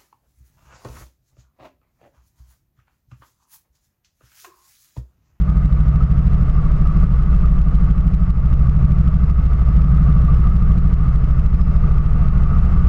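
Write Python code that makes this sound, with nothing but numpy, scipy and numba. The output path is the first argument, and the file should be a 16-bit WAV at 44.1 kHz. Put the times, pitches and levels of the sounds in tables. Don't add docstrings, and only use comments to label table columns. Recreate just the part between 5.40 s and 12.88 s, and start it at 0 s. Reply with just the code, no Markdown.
import sys
import numpy as np
from scipy import signal
from scipy.fft import rfft, irfft, next_fast_len
from scipy.io import wavfile
from scipy.ndimage import map_coordinates
from numba import njit

SR = 44100
rng = np.random.default_rng(int(sys.argv[2]) if len(sys.argv) > 2 else 0)


def boost_factor(decibels):
    exponent = np.asarray(decibels, float) / 20
    return 10 ** exponent


def to_wav(sig):
    pcm = np.clip(np.atleast_2d(sig), -1, 1) * 32767
    pcm = np.round(pcm).astype(np.int16)
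    wavfile.write(sys.argv[1], SR, pcm.T)


N = 329868

# time in seconds, then engine cycles, pulley turns, turns of the five-blade fan,
# cycles of the car ahead and flywheel turns, all in Hz.
SPEED = [(0.0, 12.743, 12.864, 12.708, 14.041, 20.363), (0.44, 12.864, 12.979, 12.937, 14.469, 20.764),
         (0.88, 13.005, 13.071, 13.032, 14.415, 20.341), (1.32, 13.02, 13.055, 13.091, 14.533, 20.084),
         (1.76, 12.759, 13.004, 12.895, 14.503, 20.37), (2.2, 12.741, 12.707, 12.874, 14.512, 20.27),
         (2.64, 12.692, 12.731, 12.737, 14.651, 20.265), (3.08, 12.814, 12.884, 12.845, 14.534, 20.274),
         (3.52, 12.794, 12.869, 12.867, 14.674, 20.176), (3.96, 12.832, 12.914, 12.879, 14.401, 19.978),
         (4.4, 12.872, 12.984, 12.979, 14.594, 19.599), (4.84, 13.055, 13.128, 13.116, 14.422, 20.14),
         (5.28, 13.042, 13.124, 13.106, 14.442, 20.269), (5.72, 13.179, 13.267, 13.265, 14.355, 20.069),
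         (6.16, 13.146, 13.228, 13.189, 14.332, 20.061), (6.6, 13.21, 13.3, 13.324, 14.447, 20.227),
         (7.04, 13.243, 13.293, 13.279, 14.339, 20.447), (7.48, 13.331, 13.407, 13.418, 14.364, 20.795)]
START_TURNS = (.024, .028, -.006, .875, .48)
# time in seconds, then frame shake, exhaust, belt grip, fan bite, car ahead
# and flywheel, all in dB over their means.
EFFORT = [(0.0, 2.7, 1.7, -11, 1.8, 3.5, -17.5), (0.44, 1, -0.5, -8.5, 0, -2, -10.5),
          (0.88, -1.1, 0.2, 0, 0.5, 0.6, -1.5), (1.32, -2.5, -0.84, 0.5, -8.0, 0.4, 1.5),
          (1.76, -0.7, -1.8, 1.5, -2, 1.5, 1.5), (2.2, 1.4, -4.5, -2.1, -4.5, 3.1, 3),
          (2.64, -1, -1.84, 0.2, -2, -4.5, -2.1), (3.08, -2.8, -2.1, 0.8, 1, -2, 2.5),
          (3.52, 0.4, 1.1, -4, 0, -2, -0.9), (3.96, 0.9, -2.3, 2.1, 2, -2, -0.8),
          (4.4, 2.25, 0.6, -9.5, 0, 2, -4), (4.84, 0.8, 2, 0.5, 1.94, -3.4, 0.8),
          (5.28, -0.5, 0, -0.8, -0.9, -4, 3), (5.72, -3, -3.5, -0.3, -0.96, 1.3, 0.4),
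          (6.16, -3, -1.5, -1, -0.1, -3.5, 2), (6.6, -2, -2.5, 0.1, -1.8, 1.5, 2.5),
          (7.04, -1.8, -3.5, -0.9, -2.5, -1, 3), (7.48, -0.6, -2.5, 4, 0.5, 4.5, 1.9)]


def unit(x):
    return x / np.sqrt(np.mean(x ** 2) + 1e-20)


def curves(rows):
    s, *cols = np.transpose(rows)
    return [np.interp(np.arange(N) / SR, s, c) for c in cols]


def wobble(rate):
    knots = rng.standard_normal(int(N * rate / SR) + 4)
    return map_coordinates(knots, [np.arange(N) * rate / SR], order=1)


def filtered(x, response):
    m = next_fast_len(N + SR // 2)
    return irfft(rfft(x, m) * response(np.fft.rfftfreq(m, 1 / SR)), m)[..., :N]


def coloured(points):
    f, db = np.transpose(points)

    def outline(hz):
        return boost_factor(np.interp(np.log(hz + 1), np.log(f + 1), db))

    return unit(filtered(rng.standard_normal(N), outline))


def ringing(x, modes, order):
    def response(f):
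        total = 0
        for k, (centre, width, db) in enumerate(modes):
            peak = 1j * f * width / (centre * centre - f * f + 1j * f * width)
            total = total + (-1) ** k * boost_factor(db) * peak ** order
        return total

    return unit(filtered(x, response))


def tone(turns, k, db, rough_db, pushes=((0, 1),)):
    lead = np.angle(sum(size * np.exp(-2j * np.pi * k * angle) for angle, size in pushes))
    wander = .008 * k * rough_db * wobble(3)
    level = np.sqrt(2) * boost_factor(db + rough_db * wobble(4))
    return level * np.cos(2 * np.pi * k * turns + lead + wander)


def engine():
    # multiple of the cycle, engine level in dB, pulley level in dB.
    orders = [(2, -32, -43.5), (3, -23.5, -30.5), (4, -18, -32.5), (6, -39, -41.5), (7, -37.5, -34),
              (8, -31, -53.5), (9, -31.5, -46), (10, -30, -35), (11, -27, -46), (12, -27, -42),
              (13, -33.5, -42), (14, -31.5, -37.5), (15, -33.5, -54.5), (16, -45.5, -62), (17, -45.5, -62),
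              (18, -48.5, -77)]
    # multiple of the cycle, level in dB.
    upper_orders = [(19, -50.5), (20, -50), (21, -53), (22, -58), (23, -62.5), (24, -57.5), (26, -56)]
    engine_pushes = [
        (0.05, -0.47),
        (0.221, 1.0),
        (0.312, -0.72),
        (0.382, 0.67),
        (0.579, -0.36),
        (0.869, -0.26),
    ]
    pulley_pushes = [
        (0.286, 0.77),
        (0.376, 0.73),
        (0.671, 1.0),
        (0.912, 0.75),
    ]
    fan_mean_db = -18.5
    muffler_hz, muffler_wide_hz, muffler_db = 198.5, 4.4, -22.5
    pipe_hz, pipe_wide_hz, pipe_db = 177.2, 4.5, 3.5

    engine_hz, pulley_hz, fan_hz = curves(SPEED)[:3]
    cycles, pulley, fan = (np.cumsum(hz) / SR + start
                           for hz, start in zip((engine_hz, pulley_hz, fan_hz), START_TURNS))
    frame_db, exhaust_db, belt_db, fan_db = curves(EFFORT)[:4]

    def bell(k, hz, wide_hz):
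        return np.exp(-((k * engine_hz - hz) / wide_hz) ** 2)

    def muffled_db(k):
        dead = muffler_db * bell(k, muffler_hz, muffler_wide_hz)
        return 0.74 + dead + pipe_db * bell(k, pipe_hz, pipe_wide_hz)

    low = sum(tone(cycles, round(k), db + frame_db, 0.44, engine_pushes) for k, db, _ in orders[:5])
    exhaust = sum(tone(cycles, round(k), db + exhaust_db + muffled_db(k), 1.4, engine_pushes)
                  for k, db, _ in orders[5:])
    buzz = sum(tone(cycles, round(k), db + exhaust_db, 1.7, engine_pushes) for k, db in upper_orders)
    belt = sum(tone(pulley, round(k), db + belt_db + 1.0, 1.0, pulley_pushes) for k, _, db in orders[:13])
    blades = tone(5 * fan, 1, fan_mean_db + fan_db, .4)
    return low + exhaust + buzz + belt + blades + cowling(cycles)


def cowling(cycles):
    # time in seconds, level in dB.
    rattle_rows = [(0, -40.5), (.5, -45), (1.02, -43.5), (1.25, -43), (1.8, -40), (2.2, -44.5),
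                   (2.71, -45.5), (3.35, -44.5), (3.7, -45), (4.2, -42.5), (4.6, -40.5), (5.1, -40.5),
                   (5.37, -42.5), (5.7, -43), (6.12, -45), (6.6, -41), (7.1, -40.5), (7.48, -41)]
    # frequency in Hz, width in Hz, level in dB.
    panel_modes = [(1109, 38, -4), (1160.6, 50, 2.5), (1235, 61, -1.5), (1273, 36, 1), (1298, 44, -4.5),
                   (1402, 45, -9.5), (1469, 32, -5)]
    # frequency in Hz, width in Hz, level in dB.
    tin_modes = [(435, 26, -4.5), (617, 45, -4), (702.7, 49, -5.5), (888, 60, -10.5), (2050, 190, -18),
                 (2668, 110, -21)]
    # frequency in Hz, level in dB per Hz.
    air_spectrum = [(150, -27), (215, -7), (240, -9), (310, -15.5), (470, -14.5), (540, -20), (960, -24),
                    (1250, -17.5), (1600, -26.5), (3100, -38), (3300, -41.5), (6500, -47), (10500, -54),
                    (12500, -80.5)]
    rattle_db = curves(rattle_rows)[0] - 1.5

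    def swell(depth_db, late_turns):
        return boost_factor(depth_db * np.cos(2 * np.pi * (cycles - late_turns)) + 0.63 * wobble(25))

    knocks = (rng.random(N) < .012) * rng.standard_normal(N)
    drive = unit(swell(1.0, 1.0) * (unit(knocks) + 0.99 * rng.standard_normal(N)))
    panels = boost_factor(rattle_db) * ringing(drive, panel_modes, order=2)
    tin = boost_factor(0.5 * (rattle_db + 45.5) - 50.0) * ringing(drive, tin_modes, order=2)
    hiss = boost_factor(.5 * (rattle_db + 41.5) - 38.5) * unit(swell(0.59, .85) * coloured(air_spectrum))
    return panels + tin + hiss


def neighbours():
    # multiple of the cycle, level in dB.
    far_orders = [(2, -45.5), (3, -34), (3.5, -43), (4, -29), (6, -41.5), (8, -50.5), (9, -44.5),
                  (12, -50.5)]
    # frequency in Hz, level in dB per Hz.
    rumble_spectrum = [(8, -19), (25, -1), (45, 1), (75, -3.5), (95, -6.5), (125, 1.5), (180, -2),
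                       (200, -15), (260, -32), (320, -120)]
    wheel_mean_db = -20.5
    far, wheel = (np.cumsum(hz) / SR + start for hz, start in zip(curves(SPEED)[3:], START_TURNS[3:]))
    far_db, wheel_db = curves(EFFORT)[4:]
    car = sum(tone(far, round(2 * k) / 2, db + far_db, 1.3) for k, db in far_orders)
    drone = tone(wheel, 1, wheel_mean_db + wheel_db, .3)
    return car + drone + boost_factor(-31.0) * coloured(rumble_spectrum)


def whine():
    # time in seconds, level in dB.
    whine_rows = [(0, -74.5), (.9, -75), (1.1, -73), (1.5, -72), (2, -75), (2.6, -77), (3.1, -76.5),
                  (3.6, -76.5), (4.2, -75.5), (4.8, -76.5), (5.4, -77), (5.8, -72.5), (6.2, -69),
                  (6.5, -79), (7, -76), (7.48, -71)]
    # frequency in Hz, width in Hz, level in dB.
    bearing_modes = [(5020, 33, -2), (5110, 70, -4.5)]
    level = boost_factor(curves(whine_rows)[0] + 3.9 * wobble(14))
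    return level * ringing(rng.standard_normal(N), bearing_modes, order=2)


def hard_firings():
    # start in seconds, crackle level in dB.
    firing_rows = [(0.0142, -42.5), (0.0216, -42), (0.0935, -42), (0.1009, -41), (0.1708, -39.5), (0.1811, -44.5),
                   (0.2489, -43), (0.2573, -39), (0.328, -41.5), (0.336, -46.5), (0.4047, -39.5), (0.482, -39.5),
                   (0.559, -38.5), (0.6274, -45), (0.638, -37.5), (0.7148, -41), (0.781, -40.5), (0.793, -43),
                   (0.8694, -42.5), (0.8789, -44.5), (0.934, -43.5), (0.9454, -39.5), (1.0121, -40.5),
                   (1.0323, -40.5), (1.0998, -39.8), (1.2529, -42.6), (1.3181, -40), (1.4723, -37.5),
                   (1.5036, -41.5), (1.5705, -42.5), (1.628, -45), (1.6403, -44), (1.66, -42), (1.6702, -40.5),
                   (1.7437, -42.5), (1.7582, -45), (1.792, -41.5), (1.8251, -41.5), (1.837, -42.3), (1.862, -44),
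                   (1.9306, -42.0), (1.9482, -40.5), (1.963, -43.5), (2.0187, -44.5), (2.0578, -39.5),
                   (2.086, -42), (2.1131, -45.5), (2.188, -38.5), (2.2164, -39.5), (2.2874, -43.5), (2.3453, -42),
                   (2.3546, -42.5), (2.442, -41.0), (2.5028, -43.5), (2.511, -35.5),
                   (2.58, -39.5), (2.5915, -47), (2.6003, -46), (2.6086, -40), (2.6783, -40.5), (2.738, -37.5),
              (2.7478, -40), (2.8368, -42), (2.8956, -38.5), (2.9043, -34), (2.9743, -43.5),
              (3.0022, -42.5), (3.0595, -41), (3.1296, -40.5), (3.1389, -41), (3.1955, -46.5),
              (3.2233, -45.5), (3.2712, -39), (3.2944, -37.5), (3.3657, -46.5), (3.4266, -42.5),
              (3.4512, -38), (3.5196, -38), (3.5871, -41.5), (3.6127, -43), (3.6768, -37.5),
              (3.6855, -42.5), (3.7428, -39.5), (3.757, -45), (3.7678, -44.5), (3.8181, -44.3),
              (3.834, -45), (3.8414, -42.5), (3.8982, -37.5), (3.9108, -40), (3.998, -42.0), (4.0383, -44),
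              (4.055, -41.5), (4.0648, -41), (4.1026, -45), (4.127, -45.5), (4.1328, -39), (4.1936, -38.5),
              (4.2194, -42), (4.288, -39), (4.4188, -40.5), (4.4445, -41), (4.5291, -42.5), (4.5737, -41.5),
              (4.5852, -45.5), (4.631, -41.5), (4.6394, -44), (4.7026, -44.5), (4.7275, -41),
              (4.7398, -45.5),
                   (4.784, -42.6), (4.8182, -41.5), (4.8506, -42.5), (4.8796, -43.5), (4.9388, -42.5),
            (4.9459, -42.5), (4.971, -43), (5.0036, -42.5), (5.0732, -42.5), (5.0912, -42.5), (5.101, -44),
            (5.1241, -43), (5.1581, -44.2), (5.167, -42), (5.1855, -44), (5.2255, -40.5), (5.3208, -40.5),
            (5.3777, -40), (5.386, -42), (5.456, -46), (5.4738, -42), (5.5301, -39), (5.5398, -41),
            (5.5831, -46.5), (5.6078, -44), (5.6828, -40), (5.691, -43), (5.7498, -42.5), (5.7586, -39),
            (5.8421, -40), (5.9111, -39), (5.994, -40), (6.0617, -35.0), (6.1367, -44), (6.1462, -39),
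            (6.2137, -36), (6.2734, -46), (6.281, -42.5), (6.3647, -37), (6.5175, -40), (6.582, -38),
            (6.6639, -38), (6.7333, -41), (6.8434, -45.1), (6.8849, -38), (6.9503, -45), (6.979, -43.5),
            (7.035, -38.5), (7.0999, -44.5), (7.186, -44), (7.251, -41), (7.2608, -43), (7.269, -44.5),
            (7.3777, -42.5), (7.4701, -42)]
    step_s, pace_spread = 0.00041, .15
    faint_db, steps_per_db = -45.5, 0.852
    rush = np.zeros(N)
    rows = firing_rows
    for (s, db), u in zip(rows, rng.standard_normal(len(rows))):
        steps = max(1 + steps_per_db * (db - faint_db), 1)
        gap = step_s * SR * np.exp(pace_spread * u)
        rush[round(s * SR):][:round(steps * gap)] = 1 / gap
    return rush


@njit
def stepped_gain(x, scatter, rush, top, slope, hold, step, rest, roof):
    gain, level, crest, charge, calm = np.empty(len(x)), 1.0, 0.0, 0.0, 0.0
    for i in range(len(x)):
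        crest = max(abs(x[i]) * level, crest * hold)
        inflow = rush[i] if rush[i] > 0 else slope * (crest - top)
        charge = max(charge + inflow, -0.4)
        calm += 1
        if charge > 1:
            level, charge = level / step, scatter[i]
        elif calm > rest and crest < top and level < roof and rush[i] == 0:
            level, calm = level * step, 0.0
        gain[i] = level
    return gain


def slaps():
    # start in seconds, peak level in dB, ring frequency in Hz.
    slap_rows = [(0.09, -29, 1280), (0.168, -35, 1160), (0.3137, -31, 1220), (0.4684, -32, 1254),
                 (0.6052, -26, 1280), (0.6803, -34, 1250), (0.9415, -30, 1240), (1.1635, -32.5, 1190),
                 (1.255, -26, 1150), (1.4506, -30, 1270), (1.509, -27, 1126), (1.5594, -28, 1150),
                 (1.5938, -32, 1250), (1.691, -38, 1250), (1.73, -28, 1140), (1.7933, -32, 1260),
                 (1.8818, -30, 1150), (1.932, -32, 1230), (1.993, -33, 1090), (2.0403, -29, 1260),
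                 (2.2673, -32, 1120), (2.399, -35, 1240), (2.8967, -31, 1140), (2.939, -35, 1290),
                 (3.049, -30, 1160), (3.1224, -37, 1150), (3.257, -31, 1140), (3.6718, -26.5, 1280),
                 (3.7537, -36, 1150), (3.8331, -31, 1130), (3.896, -28, 1240), (3.9833, -33, 1160),
                 (4.139, -29, 1170), (4.191, -37, 1290), (4.4218, -33, 1140), (4.482, -26, 1270),
                 (4.579, -26, 1270), (4.6845, -37, 1180), (4.882, -22.5, 1160), (4.96, -35, 1280),
                 (5.0666, -26, 1190), (5.1133, -28, 1275), (5.219, -26, 1210), (5.2978, -32, 1145),
                 (5.439, -36, 1160), (5.5215, -32, 1200), (5.583, -35, 1120), (5.729, -31, 1210),
                 (6.2035, -39, 1090), (6.3614, -36, 1160), (6.5771, -41, 1160), (6.8226, -28, 1240),
                 (6.8609, -31, 1150), (6.9247, -29, 1110), (6.972, -28, 1270), (7.0509, -36, 1250),
                 (7.1087, -28, 1290), (7.151, -33, 1293), (7.336, -35, 1240), (7.3914, -27.5, 1210)]
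    spreads, t60_s, trim_db = (.005, 0.046), .08, -3
    out, t = np.zeros(N + SR), np.arange(SR // 10) / SR
    for (s, db, hz), pair in zip(slap_rows, rng.standard_normal((len(slap_rows), 2))):
        ring = sum(size * np.sin(2 * np.pi * hz * (1 + spread * u) * t)
                   for u, size, spread in zip(pair, (.9, .4), spreads))
        envelope = boost_factor(db + trim_db - 60 * t / t60_s) * (1 - np.exp(-t / 0.003))
        out[round(s * SR):][:len(t)] += envelope * ring
    return out[:N]


def scene():
    return (engine() + neighbours() + slaps() + whine())[None]


def low_pass(x):
    return signal.sosfilt(signal.butter(12, 15800, fs=SR, output="sos"), x)


def record(dry):
    scatter = .8 * rng.random(N) - .4
    gain = stepped_gain(dry[0], scatter, hard_firings(), .64, .12, boost_factor(-.04), boost_factor(.46), .009 * SR, boost_factor(4))
    hot = dry * gain * boost_factor(-1.84)
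    rounded = hot / (1 + np.abs(hot / .95) ** 4) ** (1 / 4)
    dull = filtered(rounded, lambda hz: 1 / (1 + 1j * hz / 6000) / (1 + (hz / 10500) ** 4))
    return low_pass(dull)


dry = scene()
out = record(dry)
to_wav(out)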